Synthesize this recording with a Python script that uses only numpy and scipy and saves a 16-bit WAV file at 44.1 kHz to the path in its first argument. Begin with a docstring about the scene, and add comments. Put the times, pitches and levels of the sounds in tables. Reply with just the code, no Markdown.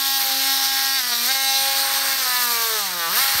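"""An oscillating multi-tool saws a thick board, heard close up in mono through a phone.
The blade swings about 270 times a second and sags under load; each swing sounds a stack of overtones
as sine partials with their own swells and wavering. The teeth rasp through the wood on both strokes:
hiss and small clicks, gated by the swing. A faint rumble of shaped noise and a few low, falling
sine bumps lie underneath."""
import sys
import numpy as np
from scipy import signal
from scipy.fft import rfft, irfft, next_fast_len
from scipy.io import wavfile
from scipy.ndimage import uniform_filter1d

SR = 44100
rng = np.random.default_rng(int(sys.argv[2]) if len(sys.argv) > 2 else 0)


def dump(signal):
    """Clip the signal to [-1, 1] and save it as 16-bit WAV at the path in sys.argv[1]."""
    limited = np.clip(np.atleast_2d(signal).T, -1, 1)
    pcm = np.round(limited * 32767).astype(np.int16)
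    wavfile.write(sys.argv[1], SR, pcm)


def invert_db(level):
    """Linear amplitude ratio for a level in decibels (20 dB per decade), elementwise."""
    return 10 ** (np.asarray(level, dtype=float) / 20)


N = 149940
TIME_S = np.arange(N) / SR
FREE_HZ = 272  # swing rate of the unloaded blade
CUTOFF_HZ = 15740  # top of the sound


def curve(table, col):
    """Column of a time table, one value a sample."""
    a = np.array(table, float)
    return np.interp(TIME_S, a[:, 0], a[:, col])


def shape_db(table, hz):
    """Spectrum table read on a log frequency axis."""
    a = np.array(table, float)
    return np.interp(np.log(np.maximum(hz, 1)), np.log(a[:, 0]), a[:, 1])


def colour(x, gain):
    """Filter by a gain that is a function of Hz."""
    n = next_fast_len(N)
    hz = np.arange(n // 2 + 1) * SR / n
    return irfft(rfft(x, n) * gain(hz), n)[:N]


def unit(x):
    """Scale to rms 1."""
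    return x / np.sqrt(np.mean(x ** 2))


def walk(rate_hz):
    """Random levels, held and smoothed twice into a slow wander of rms 1."""
    hold = int(SR / rate_hz)
    w = np.repeat(rng.standard_normal(N // 200), hold)[:N]
    return unit(uniform_filter1d(uniform_filter1d(w, hold), hold))


def above(hz, edge_hz):
    """Smooth step from 0 below the edge to 1 above it."""
    return 1 / (1 + (edge_hz / np.maximum(hz, 1)) ** 10)


def flare_db(rows):
    """Flat-topped swells and dips in dB, from rows of centre, half length and gain."""
    return sum(db * np.exp(-((TIME_S - s) / max(half, .008)) ** 4) for s, half, db in rows)


def lost_speed(swing_hz, most=1):
    """Load on the blade as the share of its free speed that is lost."""
    return np.clip(1 - swing_hz / FREE_HZ, 0, most)


# Swing rate of the blade before jitter: (time [s], rate [Hz])
SWING_RATE = [(0.0, 272.2), (0.13, 272.0), (0.3, 266.9), (0.5, 271.1), (0.965, 270.5), (1.01, 252.2),
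              (1.045, 244.4), (1.08, 244.4), (1.18, 234.8), (1.24, 240.2), (1.27, 246.5), (1.29, 262.7),
              (1.32, 268.5), (1.53, 269.9), (1.7, 271.7), (2.05, 272.9), (2.18, 268.5), (2.27, 251.4),
              (2.45, 244), (2.57, 231.5), (2.66, 227.8), (2.75, 219.1), (2.91, 179.8), (3.03, 165.6),
              (3.085, 167.1), (3.12, 186.6), (3.19, 256.1), (3.22, 272), (3.4, 272.0)]


def blade_swing():
    """The motor sags under load and its rate jitters more; gives the rate and the running angle."""
    jitter, load_jitter = 0.00098, 0.0153  # share of the rate; extra per share of speed lost
    rate_hz = curve(SWING_RATE, 1)
    swing_hz = rate_hz * (1 + (jitter + load_jitter * lost_speed(rate_hz)) * walk(40))
    return swing_hz, 2 * np.pi * np.cumsum(swing_hz) / SR


# Single overtones that ring up or fade, by overtone number: (centre [s], half length [s], gain [dB])
OVERTONE_FLARES = {2: [(2.72, 0.049, -2)], 3: [(2.725, 0.029, 6), (3.02, .12, -0.5)], 4: [(.1, 0.2, 5),
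                   (2.38, .17, 3), (3.185, 0.02, 9), (3.3, 0.077, -3)], 5: [(2.62, 0.12, 3.5),
                   (3.18, 0.012, 7), (3.25, .05, 5.5)], 6: [(.78, 0.25, 4), (1.13, 0.024, 5),
                   (1.3, 0.015, 5.5), (1.68, 0.066, -5), (2.125, 0.012, 6.5), (3.25, .12, -3)],
                   7: [(.78, 0.25, 3.5), (1.3, 0.024, 3.5), (1.87, 0.21, -5), (2.4, 0.11, 4.5),
                   (3.185, .025, 6)], 8: [(.08, .12, -9), (.48, .1, 5), (1.43, 0.16, 6.5),
                   (1.72, 0.18, 5.5), (2.125, 0.017, 9), (3.23, 0.027, 9)], 9: [(.75, 0.29, -3),
                   (1.75, .14, 5.5), (2.4, 0.058, 4)], 10: [(.1, .1, 1.5), (.8, 0.32, -4.5),
                   (1.22, .03, 11), (2.6, 0.094, 12.5)], 11: [(3.03, 0.049, 3)], 12: [(1.05, 0.32, -6),
                   (2.45, 0.098, -6)], 13: [(1.45, 0.22, -5)], 14: [(.83, .15, 2), (1.1, 0.099, -5)],
                   15: [(1.0, .15, -5), (1.485, .025, 8.5), (1.56, 0.022, 11.5), (1.75, .17, 6.5)],
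                   16: [(1.17, 0.11, 5), (1.5, .09, 1)], 17: [(.1, 0.054, 2), (.93, 0.064, 12.5),
                   (1.47, 0.11, 5)], 20: [(.62, 0.22, 6)], 23: [(1.45, 0.11, 11)]}


def overtone_flare_db(k):
    """Swells and dips of overtone k alone."""
    return flare_db(OVERTONE_FLARES.get(k, []))


LOAD_WANDER_DB = 11.5  # extra wavering of the lowest partials per share of speed lost

# Levels before flares and wavering: (time [s], first partial [dB], second [dB], third [dB],
# growl under 1.5 kHz [dB each overtone], board buzz to 2.5 kHz [dB each overtone]); buzz() plays the last two
LOW_PARTIALS = [(0.0, -46.5, -62, -40.5, -41, -36.5), (0.2, -51.5, -56, -31, -45, -34),
                (0.27, -50.5, -42.5, -35, -46, -44), (0.38, -44.5, -41.5, -35, -50, -41.5),
                (0.5, -46.5, -53, -33.5, -37.5, -35.5), (0.56, -46.5, -52, -35, -40.5, -41.5),
                (0.7, -50, -58, -34.5, -42.5, -37.5), (0.97, -51.5, -52, -35, -41, -32.5),
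                (1.05, -48, -52, -47, -43.5, -36), (1.13, -49, -48, -38.5, -41.5, -39.5),
                (1.22, -45.5, -47.5, -45.5, -41, -40.5), (1.3, -49, -43.5, -33.5, -38.5, -33.5),
                (1.55, -50.5, -44, -31, -44, -37), (1.7, -54, -40.5, -30.5, -38, -37),
                (1.9, -49.5, -44, -34.5, -41, -39.5), (2.1, -49, -44.5, -35.5, -38.5, -36),
                (2.22, -51, -45, -38, -37, -36.5), (2.32, -51, -53.5, -40.5, -33.5, -35),
                (2.55, -49, -43, -42, -35, -42), (2.68, -64, -40.5, -44, -38.5, -40.5),
                (2.77, -55, -34.5, -43, -35.5, -34.5), (2.86, -41, -55, -55, -36, -57),
                (2.95, -43, -49.5, -46, -39.5, -46), (3.04, -61, -52, -49, -37.5, -36),
                (3.11, -43, -49, -49, -35.5, -45), (3.18, -50, -42, -37, -38, -37.5),
                (3.26, -60, -49, -33, -32, -32), (3.4, -49, -52, -40, -47, -53)]


def hum(phase, swing_hz):
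    """The three lowest partials of the swing, clean sines that surge more under load."""
    wander_db = 1.34 + LOAD_WANDER_DB * lost_speed(swing_hz, .2)
    out = 0
    for k in range(1, 4):
        db = curve(LOW_PARTIALS, k) + overtone_flare_db(k) + wander_db * walk(17)
        out = out + np.sqrt(2) * invert_db(db) * np.sin(k * phase + rng.uniform(0, 2 * np.pi))
    return out


# Colour of overtones above the third, board below 2.5 kHz and blade above: (frequency [Hz], gain [dB])
BUZZ_COLOUR = [(700,-6),(1080,-0.5),(1230,3),(1380,-4),(1630,1),(1900,-2),(2170,-6),(2450,-7.5),(2700,-6),(3200,-6.5),(3800,-2.5),(4200,-5.5),(4600,-7.5),(5000,-6),(5400,-8),(6300,-14),(7500,-27)]


def buzz(phase, swing_hz):
    """Upper overtones of the swing, coloured by board and blade, each wavering alone."""
    growl_edge_hz, board_edge_hz = 1480, 2500
    wander_hz, blade_wander_db, drift_rad = 15, 1.5, 0.95  # drift is for an overtone near 4500 Hz
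    growl_db, board_db = curve(LOW_PARTIALS, 4), curve(LOW_PARTIALS, 5)
    blade_db = curve(CUT_LEVELS, 5)
    load_wander_db = LOAD_WANDER_DB / 4 * lost_speed(swing_hz)
    out = 0
    for k in range(4, 30):
        hz = k * swing_hz
        past_growl, past_board = above(hz, growl_edge_hz), above(hz, board_edge_hz)
        db = shape_db(BUZZ_COLOUR, hz) + overtone_flare_db(k)
        db = db + (1 - past_growl) * growl_db + (past_growl - past_board) * board_db
        db = db + past_board * blade_db
        db = db + (1.4 + past_board * blade_wander_db + load_wander_db) * walk(wander_hz)
        drift = drift_rad * walk(40) * (k * FREE_HZ / 4500) ** 2  # higher overtones blur more
        out = out + np.sqrt(2) * invert_db(db) * np.sin(k * phase + rng.uniform(0, 2 * np.pi) + drift)
    return out


# The blade bites or skips and all overtones jump: (centre [s], half length [s], gain [dB])
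BLADE_BITES = [(1.022, .012, -5), (1.085, 0.011, -1.5), (1.13, 0.014, 5), (1.335, 0.013, -5),
               (2.17, 0.013, -5), (2.245, .015, -4), (2.9, 0.045, -2.5), (3.125, 0.033, -3.5)]


def bites(tones):
    """The blade bites or skips, lifting or dropping all overtones together."""
    return tones * invert_db(flare_db(BLADE_BITES))


PATCH_HZ = 900  # spacing of the rasp's patches


def teeth():
    """Teeth tear fibres: steady hiss plus random clicks of either sign and uneven size."""
    per_s, spread_db, cap_db = 9000, 2.5, 11  # mean click rate; mean and greatest size over the smallest
    clicks_db = -6  # all clicks against the hiss
    chance = rng.random((N, 3)).T
    size_db = np.minimum(-spread_db * np.log(chance[2] + 1e-9), cap_db)
    clicks = unit((chance[0] < per_s / SR) * np.sign(chance[1] - .5) * invert_db(size_db))
    return rng.standard_normal(N) + invert_db(clicks_db) * clicks


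# Parts of the rasp that ring up or fade: (centre [s], half length [s], frequency [Hz], gain [dB])
RASP_RINGS = [(0.79, 0.41, 5450, 4.5), (0.45, 0.24, 4600, -3.5), (1.2, .12, 3000, -6), (1.4, .08, 2900, 1),
              (1.705, .35, 8840, 5.5), (3.264, 0.12, 4700, 2.5), (2.98, 0.18, 3200, 3.5),
              (3.22, .08, 3700, -4.5)]


def patches(source):
    """Splits the rasp into overlapping bands that ring, fade and flicker one by one."""
    out = 0
    for centre in np.arange(0, CUTOFF_HZ + PATCH_HZ, PATCH_HZ):
        patch = colour(source, lambda f: np.maximum(1 - np.abs(f - centre) / PATCH_HZ, 0))
        # a ring fades with its distance from the patch
        near = [(s, half, db * (1 - abs(hz - centre) / PATCH_HZ))
                for s, half, hz, db in RASP_RINGS if abs(hz - centre) < PATCH_HZ]
        flicker_db = 1 * walk(18) + .5 * walk(4.17)  # fast and slow
        out = out + patch * invert_db(flare_db(near) + flicker_db)
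    return out


# Edges between the four regions of the rasp: [Hz]
REGION_EDGES = [2200, 4950, 7000]
# Colour of the rasp, relative within each region: (frequency [Hz], density [dB per Hz])
RASP_COLOUR = [(100,-31),(365,-27),(507,-22),(731,-18),(1070,-11.5),(1600,-8),(2100,-9),(2560,-10.5),(3000,-6.5),(3800,-0.5),(4500,2),(4950,-3.5),(5450,-1),(6400,-4),(7030,-6.5),(7900,-2.5),(8700,3),(9500,2.5),(10400,-4.5),(11400,6),(12500,10.5),(13800,12.5),(14600,2.5),(15700,7)]
# The cut: (time [s], rasp under 2 kHz [dB], 2-5 kHz [dB], 5-7 kHz [dB], above 7 kHz [dB],
# blade overtones [dB each]); rasp levels before flicker, the last column sounds in buzz()
CUT_LEVELS = [(0,-39.5,-27,-31.5,-27,-35.5),(.17,-43,-34,-31.5,-26.5,-30),(.22,-34.5,-26.5,-35,-25.5,-43),(.36,-37,-26.5,-30.5,-29.5,-35.5),
              (.52,-39,-28,-32,-27.5,-32.5),(.6,-33.5,-26,-31,-28,-34.5),(.85,-36,-28,-31,-28,-34.5),(.96,-40.5,-30,-31.5,-27,-30),
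              (1.0,-38,-28,-32.5,-31.5,-31),(1.04,-38,-31.5,-31.5,-30.5,-35),(1.2,-39,-32,-31,-29,-33.5),(1.26,-36.5,-26,-30.5,-25,-40),(1.31,-37,-26.5,-30.5,-30,-31),(1.38,-39.5,-34.5,-29.5,-29,-34.5),
              (1.55,-42.5,-30,-33,-28.5,-30),(1.62,-36,-27.5,-32.5,-28,-34),(1.9,-32,-28,-32,-28,-41),(2.15,-33.5,-30,-29,-27.5,-35),
              (2.23,-30.5,-30,-28,-27.5,-35.5),(2.38,-35.5,-32.5,-30,-26,-35.5),(2.7,-34,-31,-29,-28.5,-40.5),(2.82,-34.5,-33,-29.5,-32,-48),
              (2.93,-33.5,-38,-32.5,-33.5,-48),(3.02,-43,-38,-30.5,-30.5,-37.5),(3.09,-37,-38,-30,-30,-39.5),(3.14,-28,-29,-31.5,-25,-42),(3.19,-30,-27.5,-27,-22,-31),(3.28,-29.5,-27,-28,-26,-36),
              (3.4,-28.5,-27.5,-31,-27.5,-57)]


def rasp(phase):
    """The torn fibres hiss in pulses, as the swing gates the teeth twice and once a cycle."""
    stroke_depth, swing_depth, stroke_lag = .4, .3, 1.7  # twice, once [log gain]; lag [rad]
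    edges = [1e-3] + REGION_EDGES + [1e9]
    shared_flicker_db = 0.73 * walk(40.0)
    patchy = patches(teeth())
    out = 0
    for k, depth in enumerate([0.2, 0.82, 0.91, 1.03]):  # share of the gating in each region
        angle = phase + 0.075 * k + 0.71 * walk(8.2)
        strokes = stroke_depth * np.cos(2 * angle)
        swings = swing_depth * np.cos(angle + stroke_lag + 2.54 * walk(2.74))
        gate = np.exp(depth * (strokes + swings))

        def region(f):
            inside = np.maximum(above(f, edges[k]) - above(f, edges[k + 1]), 0)
            return invert_db(shape_db(RASP_COLOUR, f)) * np.sqrt(inside)

        level_db = curve(CUT_LEVELS, k + 1) + shared_flicker_db
        out = out + unit(colour(gate * patchy, region)) * invert_db(level_db)
    return out


# Low rumble as (colour, starting level [dB]); the colour lists (frequency [Hz], density [dB per Hz])
RUMBLE_COLOUR, RUMBLE_DB = [(12, -74), (22, -33), (49, 3.5), (118, -7.5), (300, -24), (510, -120)], -69.5


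def rumble():
    """Faint low noise that wavers and rises over the whole cut."""
    rise_db, wander_db = 6, 3.5
    noise = rng.standard_normal(N)
    low = unit(colour(noise, lambda f: invert_db(shape_db(RUMBLE_COLOUR, f)) * (1 - above(f, 180))))
    return low * invert_db(RUMBLE_DB + rise_db * np.arange(N) / N + wander_db * walk(9.4))


# Low bumps: (start [s], level before rise and decay [dB], settled pitch [Hz])
LOW_BUMPS = [(1.606,-41,98),(3.202,-41,89.95),(3.24,-45,80),(3.35,-30,52)]


def bumps():
    """Soft thumps: decaying sines whose pitch starts high and drops at once."""
    rise_s, t60_s = 0.0027, 0.11
    sag, sag_s = 3.5, 0.0063  # starts this share above the settled pitch; time constant of the drop
    out = 0
    for s, db, hz in LOW_BUMPS:
        t = np.maximum(TIME_S - s, 0)
        envelope = (1 - np.exp(-t / rise_s)) * np.exp(-np.log(1000) * t / t60_s)
        turns = hz * (t + sag * sag_s * (1 - np.exp(-t / sag_s)))
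        out = out + invert_db(db) * envelope * np.sin(2 * np.pi * turns)
    return out


def scene():
    """Blade, board, teeth and low end all reach one microphone."""
    swing_hz, phase = blade_swing()
    tones = bites(hum(phase, swing_hz) + buzz(phase, swing_hz))
    mono = tones + rasp(phase) + rumble() + bumps()
    return np.array([mono, mono])


def band_limit(x):
    """A steep low-pass at the top of the band."""
    return signal.sosfilt(signal.butter(12, 17010, fs=SR, output="sos"), x)


def record(dry):
    """A phone hears in mono, cut off sharply at the top."""
    mono = colour(dry[0], lambda f: 1. * (f < CUTOFF_HZ))
    return band_limit(np.array([mono, mono]))


dry = scene()
out = record(dry)
dump(out)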